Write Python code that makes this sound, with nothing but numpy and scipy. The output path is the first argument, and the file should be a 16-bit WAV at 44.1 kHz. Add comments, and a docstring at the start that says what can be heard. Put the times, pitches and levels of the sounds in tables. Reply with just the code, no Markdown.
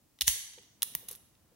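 """A padlock, unlocked in the hand close to a stereo pair of microphones in a quiet, bare room.
The bolt clicks twice, metal chattering on metal and ringing the lock body. The spring throws the
shackle against its stop, where it rings and buzzes, and the hand takes the jolt. Then the mechanism
clicks back and the key rattles and scrapes lightly in the keyway. Fingers rub and knock on the
plastic cover; behind it all sit the room's short tail and a faint hiss."""
import sys
import numpy as np
from scipy import signal
from scipy.fft import rfft, irfft
from scipy.io import wavfile
from scipy.ndimage import uniform_filter1d, map_coordinates

SR = 44100
rng = np.random.default_rng(int(sys.argv[2]) if len(sys.argv) > 2 else 0)


def persist_wave(psi):
    """Save psi, clipped to +-1, as 16-bit WAV."""
    counts = np.round(np.clip(psi, -1, 1) * 32767).astype(np.int16)
    wavfile.write(sys.argv[1], SR, np.atleast_2d(counts).T)


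N = 68355
SIZE = 16384  # samples in one event
TICK_T60_S, TICK_SCATTER_DB = 0.007, -6  # light ticks and the grit of the scrape
# narrow ringing tones after the shackle's stop; the highest is a thin whistle, probably the
# microphone's resonance: f/Hz, relative level/dB
RING_TONES = [(3192, -2), (3493, -2.5), (4312, -2), (5706, -0.5), (6157, -1.5), (6485, -0.5), (6700, 0.5),
              (7004, -7), (10923, 7.5), (11312, 0), (15697, 7.5)]


def amp(db):
    """Decibels to gain."""
    return 10 ** (np.asarray(db) / 20)


def along(points, hz):
    """Read (f/Hz, value) points on a log frequency axis."""
    f, values = np.transpose(points)
    return np.interp(np.log(hz + 1), np.log(f + 1), values)


def fader(points):
    """Gain over the whole scene from (t/s, level/dB) points."""
    return amp(np.interp(np.arange(N) / SR, *np.transpose(points)))


def fade(t, t60):
    """Exponential decay, 60 dB down at t60."""
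    return np.exp(-np.log(1000) * t / np.maximum(t60, 1e-4))


def axes():
    """Time and frequency axes of one event."""
    return np.arange(SIZE) / SR, np.fft.rfftfreq(SIZE, 1 / SR)


def add(out, start_s, sound, pan_db=0):
    """Mix an event in, fading its second half; positive pan is to the left."""
    start = max(round(start_s * SR), 0)
    ending = np.clip(2 * (1 - np.arange(SIZE) / SIZE), 0, 1) ** 2
    part = (sound * ending * amp([[pan_db / 2], [-pan_db / 2]]))[:, :N - start]
    out[:, start:start + part.shape[1]] += part


def resonance(hz, centre_hz, width_hz):
    """Bell-shaped gain, 1 at the centre."""
    return 1 / (1 + (2 * (hz - centre_hz) / width_hz) ** 2)


def causal(gain):
    """Minimum-phase response with the given gain."""
    cepstrum = irfft(np.log(np.maximum(gain, 1e-6)))
    cepstrum[..., 1:SIZE // 2] *= 2
    cepstrum[..., SIZE // 2 + 1:] = 0
    return np.exp(rfft(cepstrum))


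def noise(colour):
    """Steady stereo noise of rms 1, wider toward the treble."""
    # likeness at the two microphones: f/Hz, correlation
    likeness = [(60, 1), (200, 0.53), (1000, 0.5), (5000, 0.18), (12000, .1)]
    hz = np.fft.rfftfreq(2 * N, 1 / SR)
    angle = np.arccos(np.clip(along(likeness, hz), -1, 1)) / 2
    spectra = rfft(rng.standard_normal((2, 2 * N))) * amp(along(colour, hz))
    mid, side = irfft(spectra * [np.cos(angle), np.sin(angle)])[:, :N]
    stereo = np.array([mid + side, mid - side])
    return stereo / stereo.std()


def skin_rub():
    """Skin rubs softly on the lock as it is held."""
    # colour of the friction: f/Hz, relative level/dB
    colour = [(30, -21), (70, -0.5), (200, -2.5), (350, -8), (700, -11.5), (3000, -23), (12000, -27.5)]
    # its rise and fall: t/s, level/dB
    levels = [(0, -73), (.5, -76.5), (.6, -71.5), (0.759, -72), (.87, -64), (1.1, -65.5), (1.3, -71),
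              (1.55, -70)]
    return fader(levels) * noise(colour)


def hiss(level_db=-69.5):
    """A faint, steady noise floor."""
    # its colour: f/Hz, relative level/dB
    colour = [(15, -39), (25, -12), (92, -6), (229, -10.5), (326, -7.5), (394, -23.5), (439, -27.5),
              (911, -22), (1190, -29), (5280, -23), (11300, -23), (12900, -25.5), (16000, -18)]
    return amp(level_db) * noise(colour)


def chatter(envelope, likeness=0, smooth_bins=500):
    """Spectrum of a burst of micro-impacts at two microphones, broadly flat and of unit energy."""
    mid, side = rfft(rng.standard_normal((2, SIZE)) * envelope)
    angle = np.arccos(np.clip(likeness, -1, 1)) / 2
    burst = np.cos(angle) * mid + np.sin(angle) * np.array([side, -side])
    power = np.abs(uniform_filter1d(np.abs(burst) ** 2, size=smooth_bins, axis=1))
    return burst * causal(power ** -0.5)


def contact(gain, t60, scatter_db, rise_s=0.00061, scatter_rise_s=0.004):
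    """A metal contact chatters briefly, rings the lock body and scatters off the hand."""
    # resonances of the lock body: f/Hz, width/Hz, level/dB
    body_modes = [(330, 400, -22.5), (900, 490, -15.5), (1300, 1300, -17), (1970, 250, -6),
                  (2920, 370, -2.5), (3620, 760, -1.5), (3920, 400, -4), (5710, 1200, -1),
                  (6500, 800, -3.5), (8200, 990, -7.5), (10260, 1500, 3), (11600, 900, -3.5),
                  (13200, 1500, -1), (14700, 800, -7.5), (15600, 450, -2)]
    # likeness of the direct sound at the two microphones: f/Hz, correlation
    likeness = [(1000, 0.7), (3500, 0.85), (7000, .35), (12000, 0.46)]
    t, hz = axes()
    body_power = sum(amp(db) ** 2 / (1 + ((hz * hz - f * f) / (width * hz + 1)) ** 2) ** 1.2
                     for f, width, db in body_modes)
    scatter = chatter(fade(t, t60=0.024) * (1 - np.exp(-t / scatter_rise_s)))
    direct = chatter(fade(t, t60) * (1 - np.exp(-t / rise_s)), along(likeness, hz), smooth_bins=240)
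    return irfft((direct + amp(scatter_db) * scatter) * causal(np.sqrt(body_power) * gain))


def light_ticks():
    """Light ticks with a high zing, most of them from the key and pins."""
    # ticks; the second is a faint lead-in just before the first bolt click:
    # t/s, level/dB, treble tilt/(dB per octave), zing/dB
    ticks = [(.1880, -27, -8, -26), (0.2081, -14, -2, -20), (.535, -25, -7, -23), (.584, -27.5, -17.5, -30),
             (0.6254, -34.5, -2, -15.5), (.633, -33.5, -8.5, -22), (0.9376, -25.5, -6, -14),
             (1.0847, -24, 3, 7), (1.0864, -13, 0.5, 0.5), (1.0896, -28, 2, 5), (1.0919, -27.5, 7, 1.5),
             (1.1030, -24.5, -5, -10), (1.1118, -22.5, 3.5, 8.5), (1.1135, -24, 6.5, -5.5),
             (1.121, -26, 3, -7), (1.1290, -24, 4.5, -3), (1.1513, -24, -1.5, 4), (1.158, -39.5, 13.5, -13),
             (1.352, -39.5, -10, -15.5)]
    out, (_, hz) = np.zeros((2, N)), axes()
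    zing = resonance(hz, centre_hz=11100, width_hz=1400)
    octaves = np.log2(np.maximum(hz, 3200) / 5000)
    for start_s, db, tilt, zing_db in ticks:
        gain = amp(db + tilt * octaves) * (1 + amp(zing_db) * zing)
        add(out, start_s, contact(gain, TICK_T60_S, TICK_SCATTER_DB), pan_db=-2)
    return out


def bolt_clicks():
    """The bolt clicks hard; each point of contact favours two resonances of its own."""
    # bands in which the contacts differ in strength: f/Hz
    bands = [400, 1000, 3600, 7000, 10300, 13500]
    # hard contacts: t/s, level/dB in each of the six bands, pan/dB, chatter t60/s, scatter/dB,
    # then f/Hz, level/dB of the low resonance and of the high one
    clicks = [(0.2105, 6.5, -8, 9, 4, -1.5, 1.5, 0, 0.005, -10.5, 1830, 3, 4550, 3.5),
              (0.218, -0.5, -4, 10.5, -2, -6.5, -3, -0.5, 0.0045, -12, 960, 1, 2720, -12),
              (0.2196, 0.5, -9, -8, -2, -5.5, -9.5, -8, 0.0034, -2.5, 2000, -4.5, 9400, 0.5),
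              (0.82, -6.5, -9.5, -4.5, -19, -10, -8, 3, 0.0064, -19, 630, 1, 15200, -4),
              (0.8218, -5.5, -5.5, 4.5, -3.5, 1.5, -12, -0.5, 0.0042, -11, 1306, -10, 3460, -8.5),
              (0.8276, -21, -7, -11.5, -14, 0.5, -16, -5, 0.0056, -27, 1219, 5, 3410, -9),
              (.8297, -4.5, -3, 1, 0.5, 2.5, 7, -4, 0.005, -10.5, 1240, 8.5, 9760, -2),
              (0.9506, 8, 3, -6, -4.5, -2.5, 7, -1, 0.0049, -12.5, 780, -1, 2120, 1)]
    out, (_, hz) = np.zeros((2, N)), axes()
    for start_s, *levels, pan_db, t60, scatter_db, low_hz, low_db, high_hz, high_db in clicks:
        low = amp(low_db) * resonance(hz, low_hz, width_hz=330)
        high = amp(high_db) * resonance(hz, high_hz, width_hz=540)
        gain = amp(along(list(zip(bands, levels)), hz)) * (1 + low + high)
        add(out, start_s, contact(gain, t60, scatter_db), pan_db)
    return out


def damped_mode(t, hz, db, t60):
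    """One decaying sine."""
    return amp(db) * np.sin(2 * np.pi * hz * t) * fade(t, t60)


def hand_jolts():
    """The hand takes the lock's recoil with dull thumps."""
    # jolts: t/s, level/dB, f/Hz, t60/s
    jolts = [(0.227, -43, 63, 0.19), (0.2774, -35, 130, 0.039), (.286, -34.5, 63.9, 0.08),
             (0.324, -54.5, 80.5, 0.24), (0.950, -45.5, 151, 0.054), (0.961, -56.5, 64, 0.12),
             (1.099, -62.5, 62.3, 0.095)]
    out, (t, _) = np.zeros((2, N)), axes()
    onset = 1 - fade(t, t60=0.011)
    for start_s, db, hz, t60 in jolts:
        add(out, start_s, damped_mode(t, hz, db, t60) * onset)
    return out


def shackle(stop_s=0.2798, slide_s=0.013, rise_db=21, slide_db=2, stop_db=0.5, spring_db=4.5):
    """The shackle scrapes out ever faster, hits its stop and rings while the spring buzzes."""
    # colour of the sliding, buzzing steel: f/Hz, level/dB
    steel_colour = [(150, -13), (500, -19), (850, -15), (1400, -14), (2000, -4), (2550, -4), (3200, 2.5),
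                    (5000, -9.5), (5700, 6), (6700, 1), (7300, -3.5), (9900, 1.5), (11200, 7),
                    (13500, -4.5), (15600, -2.5), (16100, -16.5)]
    # colour of the crack at the stop: f/Hz, level/dB
    stop_colour = [(150, 0.5), (400, -18), (850, 1), (1350, -9.5), (2000, 9), (2500, 0), (3500, 4.5),
                   (4700, 11.5), (8500, 9.5), (11200, 6.5), (13500, -7), (15600, 8.5)]
    out, (t, hz) = np.zeros((2, N)), axes()
    peaks = sum(amp(db) ** 2 * resonance(hz, f, width_hz=80) for f, db in RING_TONES)
    steel = causal(amp(along(steel_colour, hz)) * np.sqrt(1 + peaks))
    swell = amp(rise_db * np.minimum(t / slide_s, 1)) * (t < slide_s)
    slide = amp(slide_db) * irfft(chatter(swell) * steel)
    impact = chatter(fade(t, t60=0.0027), likeness=0.91, smooth_bins=1000)
    crack = amp(stop_db) * irfft(impact * causal(amp(along(stop_colour, hz))))
    buzz = amp(spring_db) * irfft(chatter(fade(t, t60=0.11)) * steel)
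    add(out, stop_s - slide_s, slide, pan_db=-1)
    add(out, stop_s, crack + buzz + after_ring(), pan_db=-1)
    return out


def after_ring(level_db=-44.5, low_t60_s=0.48, half_t60_hz=14000, waver_db=2, wavers_per_s=30):
    """Narrow tones ring on after the stop, each wavering in strength; the high ones die sooner."""
    out, (t, _) = np.zeros((2, SIZE)), axes()
    for hz, db in RING_TONES:
        waver = waver_db * map_coordinates(rng.standard_normal(SIZE), [t * wavers_per_s])
        t60 = low_t60_s / (1 + (hz / half_t60_hz) ** 2)
        out += amp(db + waver) * fade(t, t60) * np.sin(2 * np.pi * (hz * t + rng.random((2, 1))))
    return amp(level_db) * out


def finger_knocks():
    """Fingers knock softly on the plastic cover and ring its damped modes."""
    # knocks: t/s, level/dB
    knocks = [(.357, -51), (0.577, -43), (1.028, -50), (1.108, -43), (1.519, -55.5)]
    # modes of the cover: f/Hz, level/dB, t60/s
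    cover_modes = [(486, -2, 0.049), (399, -13.5, 0.11), (885, -14, 0.041)]
    out, (t, _) = np.zeros((2, N)), axes()
    onset = 1 - fade(t, t60=0.022)
    knock = onset * sum(damped_mode(t, *mode) for mode in cover_modes)
    for start_s, db in knocks:
        add(out, start_s, amp(db) * knock)
    return out


def key_scrape(slips_per_s=900, spread_db=4, grit_db=-0.5):
    """The key drags over the pins: a dense run of tiny slips on a smooth rasp."""
    # swell of the scrape: t/s, level/dB
    levels = [(1.07, -90), (1.086, -54), (1.112, -55.5), (1.155, -61), (1.175, -88.5)]
    # colour of the rasp: f/Hz, relative level/dB
    rasp_colour = [(200, -23.5), (600, -8), (1100, 2), (2300, -4.5), (3500, 1.5), (7000, -4), (11000, -2),
                   (15500, -5)]
    slips = (rng.random(N) < slips_per_s / SR) * rng.choice([-1, 1], N)
    slips = slips * amp(spread_db * rng.standard_normal(N))
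    grit = signal.fftconvolve(slips[None], contact(1, TICK_T60_S, TICK_SCATTER_DB), axes=1)[:, :N]
    return fader(levels) * (noise(rasp_colour) + amp(grit_db) * grit / grit.std())


def room(sound, build_s=0.0036):
    """The bare room returns a diffuse tail, different at each microphone."""
    # decay of the room: f/Hz, t60/s
    decay = [(200, 0.74), (2500, 0.77), (6000, 0.73), (11000, 0.5), (15000, 0.37)]
    # colour of the tail: f/Hz, relative level/dB
    colour = [(200, -7.5), (1200, -2.5), (2200, -0.5), (6000, -1.5), (11000, 1.5), (15000, -0.5)]
    hz, t, spectra = signal.stft(rng.standard_normal((2, SR)), SR, nperseg=256)
    envelope = fade(t, along(decay, hz)[:, None]) * (1 - np.exp(-t / build_s))
    tail = signal.istft(spectra * envelope * amp(along(colour, hz))[:, None], SR, nperseg=256)[1]
    return signal.fftconvolve(sound, tail / np.linalg.norm(tail[0]), axes=1)[:, :N]


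def scene(handling_wet_db=-13, shackle_wet_db=-7):
    """Lock, key and hand up close, with the room and a faint hiss behind."""
    handling = bolt_clicks() + light_ticks() + hand_jolts() + finger_knocks() + key_scrape()
    pop = shackle()
    background = skin_rub() + hiss()
    reverb = amp(handling_wet_db) * room(handling) + amp(shackle_wet_db) * room(pop)
    return handling + pop + reverb + background


def record(dry, low_cut_hz=20, ceiling=0.8, top_hz=15900):
    """The recorder drops the deepest bass, rounds off peaks and cuts steeply at its band limit."""
    hz = np.fft.rfftfreq(2 * N, 1 / SR)
    low_cut = signal.sosfilt(signal.butter(4, low_cut_hz, "high", fs=SR, output="sos"), dry)
    limited = low_cut / (1 + (low_cut / ceiling) ** 6) ** (1 / 6)
    return irfft(rfft(limited, 2 * N) / np.sqrt(1 + (hz / top_hz) ** 160))[:, :N]


dry = scene()
out = record(dry)
persist_wave(out)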